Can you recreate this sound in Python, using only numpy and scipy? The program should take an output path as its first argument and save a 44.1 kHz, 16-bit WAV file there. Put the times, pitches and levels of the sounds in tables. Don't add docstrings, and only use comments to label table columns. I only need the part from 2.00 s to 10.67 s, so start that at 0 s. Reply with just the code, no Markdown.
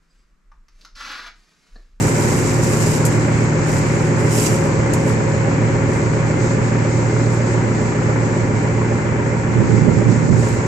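import sys
import numpy as np
from scipy import signal
from scipy.fft import rfft, irfft, next_fast_len
from scipy.io import wavfile
from scipy.ndimage import uniform_filter1d, minimum_filter1d, map_coordinates

SR = 44100
rng = np.random.default_rng(int(sys.argv[2]) if len(sys.argv) > 2 else 0)


def generate_wav(sig):
    pcm = np.round(np.clip(np.atleast_2d(sig).T, -1, 1) * 32767).astype(np.int16)
    wavfile.write(sys.argv[1], SR, pcm)


N = 382338

# frequency in Hz, likeness (1 or more is mono).
CAB_LIKENESS = [(45, 3), (130, 0.9), (280, 1.2), (500, 0.5), (1000, 0.13), (2000, -0.01), (4000, 0.18),
                (8000, 0.42)]
# frequency in Hz, relative level in dB.
RUB_SPECTRUM = [(1800, -5.5), (2800, -4.5), (3700, -18.5), (4800, -4), (5350, -6), (5850, 1), (6400, -1.5),
                (7100, 4.5), (7700, 3), (8100, 0), (9500, -9), (11000, -42), (14300, -36)]


def tractor(idle_hz, knock_db, clatter_db):
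    hunt_hz, first_knock_s = 0.011, 0.044
    cycles = np.cumsum(idle_hz + hunt_hz * wobble(2)) / SR - first_knock_s * idle_hz
    out = engine_hum(cycles, idle_hz)
    out += amp(knock_db) * cylinder_knock(cycles, t60=0.32)
    out += panel_rattle(cycles, t60=.07, attack_s=.003)
    early = cycles + .014 * idle_hz
    out += amp(-38.3) * panel_chug(early, hz=587, rise_s=.015) * ramp(db_per_s=.35)
    return out + amp(clatter_db) * clatter(cycles, throb=0.052) * ramp(db_per_s=-0.36)


def engine_hum(cycles, idle_hz):
    # multiple of the cycle rate, level in dB, left minus right in dB.
    orders = [(4, -52, 0), (8, -45, 0), (12, -38, -3), (13, -40, -1), (16, -39, 0), (20, -39, 3),
              (24, -35, -2), (25, -33, 3), (27, -39, -1), (28, -34, -2), (32, -37, 0), (36, -36, 2),
              (38, -39, 2), (40, -38, 4), (42, -39, 1), (48, -33, 2), (50, -38, 3), (56, -37, 0),
              (58, -38, -3), (60, -39, -6), (72, -38.5, -3), (95, -51, -4), (106, -49, 5), (107, -48, 9),
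              (110, -45.5, 0), (119, -49, 2), (120, -46, -2), (129, -47, 7), (132, -49, 1), (148, -48, 7),
              (208, -52, 2)]
    return sum(amp(db) * tone(k * cycles, k * idle_hz, balance, waver_db=2) for k, db, balance in orders)


def cylinder_knock(cycles, t60):
    # frequency in Hz, relative level in dB.
    spectrum = [(70, -23.5), (170, -5), (300, -0.5), (560, -3), (660, -10), (800, -9.5), (980, -8.5),
                (1170, -14.5), (1750, -12), (2300, -21.5), (3200, -73.5)]
    t = np.arange(SR // 5) / SR
    out = np.zeros((2, N))
    for cylinder in range(4):
        blows = firings(cycles - cylinder / 4, scatter_db=2, jitter_s=.00003)
        ring = rng.standard_normal((2, len(t))) * amp(-60 * t / t60)
        out += signal.fftconvolve(blows[None], ring, axes=1)[:, :N]
    return in_cab(out, spectrum)


def panel_rattle(cycles, t60, attack_s):
    # panel pitch in Hz, level in dB.
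    panel_modes = [
        [(800, -44), (955, -47.5), (1770, -52)],
        [(985, -47), (1090, -48), (2300, -55)],
        [(2100, -50)],
        [(1110, -53.5), (1750, -50.5)],
    ]
    t = np.arange(SR // 5) / SR
    envelope = amp(-60 * t / t60) * (1 - np.exp(-t / attack_s))
    out = np.zeros((2, N))
    for cylinder, modes in enumerate(panel_modes):
        blows = firings(cycles - cylinder / 4, scatter_db=2, jitter_s=.0001)
        for hz, db in modes:
            ring = envelope * np.sin(2 * np.pi * (hz * t + rng.random((2, 1)) / 2))
            out += amp(db) * unit(signal.oaconvolve(blows[None], ring, axes=1)[:, :N])
    return out


def panel_chug(cycles, hz, rise_s):
    t = np.arange(SR // 8) / SR
    swell = (t / rise_s * np.exp(-t / rise_s)) ** 3
    blows = firings(cycles, scatter_db=1.5, jitter_s=.0002)
    return unit(signal.oaconvolve(blows, swell * np.sin(2 * np.pi * hz * t))[:N])


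def clatter(cycles, throb):
    # frequency in Hz, relative level in dB.
    spectrum = [(410, -20.5), (700, -7.5), (798, -1), (890, -18), (958, -3), (1140, -4), (1440, -5),
                (1780, -5.5), (2330, -5), (2970, -18.5), (3480, -27), (4000, -47.5), (5200, -50),
                (8800, -120)]
    pulse = 1 + throb * np.cos(2 * np.pi * (4 * cycles - 1 / 8))
    return in_cab(noise() * pulse, spectrum) * amp(0.51 * wobble(8))


def firings(cycles, scatter_db, jitter_s):
    at = np.flatnonzero(np.diff(np.floor(cycles)))
    late, strength = rng.standard_normal((len(at), 2)).T
    at = np.clip(at + np.round(late * jitter_s * SR).astype(int), 0, N - 1)
    return np.bincount(at, amp(scatter_db * strength), N)


def combine(shafts_db):
    # time in seconds, crankshaft rate in Hz.
    crank_speed = [(0, 38.39), (2, 38.43), (2.7, 38.32), (3.9, 38.31), (4.8, 38.92), (6.2, 38.05),
                   (6.6, 38.37), (7.6, 38.57), (8.67, 38.58)]
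    # time in seconds, third order in dB, fourth order in dB.
    drone_levels = [(0, -22, -21.7), (0.5, -24, -22), (0.85, -21.3, -22), (1.7, -21, -21.5),
                    (2.3, -22.3, -23.8), (3.3, -21.8, -23.4), (3.8, -21.3, -23), (4.3, -21.5, -24),
                    (4.7, -19.9, -24.8), (5.6, -19.6, -26), (6.2, -21.3, -26.3), (7.1, -22, -28.3),
                    (7.6, -20.5, -29), (8.67, -19.8, -29.5)]
    # time in seconds, level in dB.
    drum_level = [(0, -42), (1.2, -37.5), (2.6, -30.3), (3.6, -30), (4.3, -33.5), (5.4, -35), (6, -43),
                  (8.67, -46)]
    # ratio to the crankshaft, relative level in dB, left minus right in dB.
    shafts = [(1.3, -36.5, -7), (2, -36.5, 1), (2.6, -34.5, -1), (3.46, -37.5, 5.5), (4.33, -39.5, 0.5),
              (6, -30.5, 8), (9.45, -39.5, -3.5), (11, -35, -2.5)]
    crank_hz, = curves(crank_speed)
    third_db, fourth_db = curves(drone_levels)
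    drum_db, = curves(drum_level)
    turns = np.cumsum(crank_hz) / SR
    out = amp(third_db) * tone(3 * turns, 116, balance_db=-4.5, waver_db=.8)
    out += amp(fourth_db) * tone(4 * turns, 154, balance_db=3, waver_db=1)
    out += amp(drum_db) * tone(14.2 * turns, 560, balance_db=2.5, waver_db=.5)
    for ratio, db, balance in shafts:
        shaft_turns = ratio * turns + 0.19 * wobble(3.7)
        out += amp(shafts_db + db) * tone(shaft_turns, ratio * crank_hz[0], balance, waver_db=1.5)
    return out


def threshing_rumble(db):
    # frequency in Hz, relative level in dB.
    spectrum = [(25, -19.5), (42, -29.5), (68, -16), (97, 0), (125, 1.5), (190, -5), (300, -2), (420, -9),
                (570, -8), (660, -23), (950, -13.5), (1200, -26), (2500, -89)]
    return in_cab(noise(), spectrum) * amp(db + 0.44 * wobble(4.4)) * ramp(db_per_s=-0.44)


def gear_whine(hz, width_hz, db):
    return amp(db) * unit(filtered(noise(), lambda f: 1 / (1 + ((f - hz) / width_hz) ** 2)))


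def rustle(rub_db, crisp_db):
    # start in seconds, length in seconds, relative level in dB.
    rubs = [(-0.06, .62, -28), (-.05, .09, -26.5), (.16, .09, -29), (.29, .08, -28), (.56, .41, -25.5),
            (1.0, 0.17, -32.5), (1.14, 0.3, -38.5), (1.62, 0.17, -29), (1.78, 0.3, -36.5),
            (2.13, .54, -33.5), (2.275, .19, -22), (2.44, .12, -30.5), (2.91, .12, -38),
            (3.01, 0.08, -30.5), (3.86, .11, -36.5), (4.36, 0.08, -40), (4.91, 0.07, -44), (5.04, .06, -43),
            (5.26, 0.08, -37), (6.08, 0.08, -47), (8.31, 0.24, -36)]
    # frequency in Hz, relative level in dB.
    crisp_spectrum = [(5000, -25), (8000, -8), (9300, 1), (11000, -3), (13000, -4), (14300, -7.5)]
    force = strokes(rubs, attack_s=0.08, release_s=0.05)
    clumps = amp(1.14 * wobble(45))
    grain_db = 2.1
    rub = in_cab(noise() * clumps * amp(grain_db * wobble(500)), RUB_SPECTRUM)
    crisp = in_cab(noise() * clumps * amp(grain_db * wobble(1200)), crisp_spectrum)
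    brightness = (force / force.max()) ** 0.58
    return force * (amp(rub_db) * rub + amp(crisp_db) * brightness * crisp)


def ticks(db, snap_t60, tail_db, tail_t60, attack_s):
    # start in seconds, relative snap level in dB, relative scrape level in dB.
    contacts = [(1.051, -6.5, -12.5), (1.062, -16, -18), (1.123, -32, -16.5), (2.935, -12.5, -12),
                (8.486, -23, -26)]
    # frequency in Hz, relative level in dB.
    snap_spectrum = [(2000, -20), (4500, -15), (5800, -2), (7200, 12), (10000, 2), (12500, -1), (14000, -9)]
    t = np.arange(SR // 5) / SR
    decay = amp(-60 * t / snap_t60) + amp(tail_db - 60 * t / tail_t60)
    envelope = decay * (1 - np.exp(-t / attack_s))
    snap, scrape = np.zeros((2, N))
    for start_s, snap_db, scrape_db in contacts:
        at = round(start_s * SR)
        snap[at:at + len(t)] += amp(snap_db) * envelope[:N - at]
        scrape[at:at + len(t)] += amp(scrape_db) * envelope[:N - at]
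    hits = snap * in_cab(noise(), snap_spectrum) + scrape * in_cab(noise(), RUB_SPECTRUM)
    chatter_db = wobble(490)
    return hits * amp(db + chatter_db)


def air_buffet(db, balance_db, attack_s, release_s):
    # start in seconds, length in seconds, relative level in dB, slap in dB against that level.
    gusts = [(7.46, 1.12, -25.5, -8), (7.545, .08, -16, -7), (7.665, .08, -13, -9), (7.755, .08, -15, -9),
             (7.85, .04, -17, 4), (7.945, .05, -15, -7), (8.04, .09, -15.7, -7), (8.2, .035, -18.5, -6),
             (8.26, .11, -12.5, -12)]
    # frequency in Hz, relative level in dB.
    air_spectrum = [(30, -27), (70, -8), (115, 10), (170, 8), (250, 3.5), (350, -8), (700, -26),
                    (2500, -120)]
    slap_spectrum = [(90, -25), (220, -1), (330, 0), (480, -6), (700, -20), (3500, -120)]
    swells = [row[:3] for row in gusts]
    slaps = [(start_s, length_s, level + slap_db) for start_s, length_s, level, slap_db in gusts]
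    rumble = in_cab(noise(), air_spectrum) * strokes(swells, attack_s, release_s)
    slap = in_cab(noise(), slap_spectrum) * strokes(slaps, attack_s, release_s)
    return amp(db) * pan(balance_db) * (rumble + slap)


def high_hiss(flicker_db):
    # frequency in Hz, relative level in dB.
    spectrum = [(2500, -35.5), (3300, -15.5), (4200, -5), (5400, -1), (6400, 3), (7300, 7.5), (8300, -2.5),
                (9000, -45), (11000, -63.5), (14000, -44)]
    # time in seconds, level in dB.
    level = [(0, -33.5), (1.4, -35.5), (3.5, -37.5), (5, -37), (6.8, -38.5), (7.3, -41), (7.8, -37.5),
             (8.67, -36.5)]
    return in_cab(noise(), spectrum) * amp(curves(level)[0] + flicker_db * wobble(17))


def window_reflection(pair, db, t60):
    t = np.arange(SR // 20) / SR
    tail = rng.standard_normal((2, len(t))) * amp(-60 * t / t60)
    echo = signal.oaconvolve(pair, tail / np.linalg.norm(tail[0]), axes=1)[:, :N]
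    return (pair + amp(db) * echo) / np.hypot(1, amp(db))


def in_cab(pair, spectrum):
    # frequency in Hz, left minus right in dB.
    balance = [(100, -8.5), (250, -0.5), (500, 0.5), (1000, 1), (2000, 4), (2600, -3), (3700, -18.5),
               (5500, -5), (7500, 0.5), (12000, 3.5)]

    def colour(hz):
        angle = stereo_angle(hz)
        return amp(along(spectrum, hz)) * [np.cos(angle), np.sin(angle)]

    mid, side = filtered(pair, colour)
    left_right = np.array([mid + side, mid - side])
    return unit(filtered(left_right, lambda hz: amp(np.outer([.5, -.5], along(balance, hz)))))


def tone(turns, hz, balance_db, waver_db):
    spread = stereo_angle(hz) * rng.choice([-1, 1])
    phase = 2 * np.pi * (turns + rng.random()) + np.array([[spread], [-spread]])
    return np.sqrt(2) * np.sin(phase) * pan(balance_db) * amp(waver_db * wobble(5))


def stereo_angle(hz):
    return np.arccos(np.clip(along(CAB_LIKENESS, hz), -1, 1)) / 2


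def strokes(rows, attack_s, release_s):
    t = np.arange(N) / SR
    events = []
    for start_s, length_s, db in rows:
        rise = np.clip((t - start_s) / attack_s, 0, 1)
        fall = np.exp(-np.maximum(t - start_s - length_s, 0) / release_s)
        events.append(amp(db) * rise * fall)
    return np.linalg.norm(events, axis=0)


def ramp(db_per_s):
    return amp(db_per_s * (np.arange(N) - N / 2) / SR)


def curves(rows):
    seconds, *columns = np.transpose(rows)
    return [np.interp(np.arange(N) / SR, seconds, column) for column in columns]


def along(points, hz):
    knots_hz, values = np.transpose(points)
    return np.interp(np.log(hz + 1), np.log(knots_hz + 1), values)


def wobble(rate):
    return map_coordinates(rng.standard_normal(int(N * rate / SR) + 4), [np.arange(N) * rate / SR])


def noise():
    return rng.standard_normal((2, N))


def filtered(x, response):
    size = next_fast_len(N + SR // 4)
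    return irfft(rfft(x, size) * response(np.fft.rfftfreq(size, 1 / SR)), size)[..., :N]


def pan(db):
    return unit(amp([[db / 2], [-db / 2]]))


def amp(db):
    return 10 ** (np.asarray(db) / 20)


def unit(x):
    return x / np.sqrt(np.mean(x ** 2) + 1e-20)


def scene():
    machines = tractor(idle_hz=7.278, knock_db=-26.5, clatter_db=-30.5)
    machines += combine(shafts_db=-2) + threshing_rumble(db=-23)
    hiss = high_hiss(flicker_db=1.1)
    machines += gear_whine(hz=2083, width_hz=9.8, db=-44)
    machines += gear_whine(hz=944, width_hz=7.8, db=-48) * ramp(db_per_s=1.1)
    near = window_reflection(rustle(rub_db=-2.5, crisp_db=-11), db=-7, t60=.06)
    near += ticks(db=-9, snap_t60=.018, tail_db=-8, tail_t60=.11, attack_s=.001)
    near += air_buffet(db=-0.5, balance_db=-19, attack_s=.03, release_s=.04)
    return machines + hiss + near


def record(dry):
    ceiling, top_hz, window = .95, 14350, SR // 100
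    needed = np.minimum(1, ceiling / (np.abs(dry).max(axis=0) + 1e-9))
    gain = uniform_filter1d(minimum_filter1d(needed, size=window), size=window)
    return filtered(dry * gain, lambda hz: 1 / (1 + (hz / top_hz) ** 120))


dry = scene()
out = record(dry)
generate_wav(out)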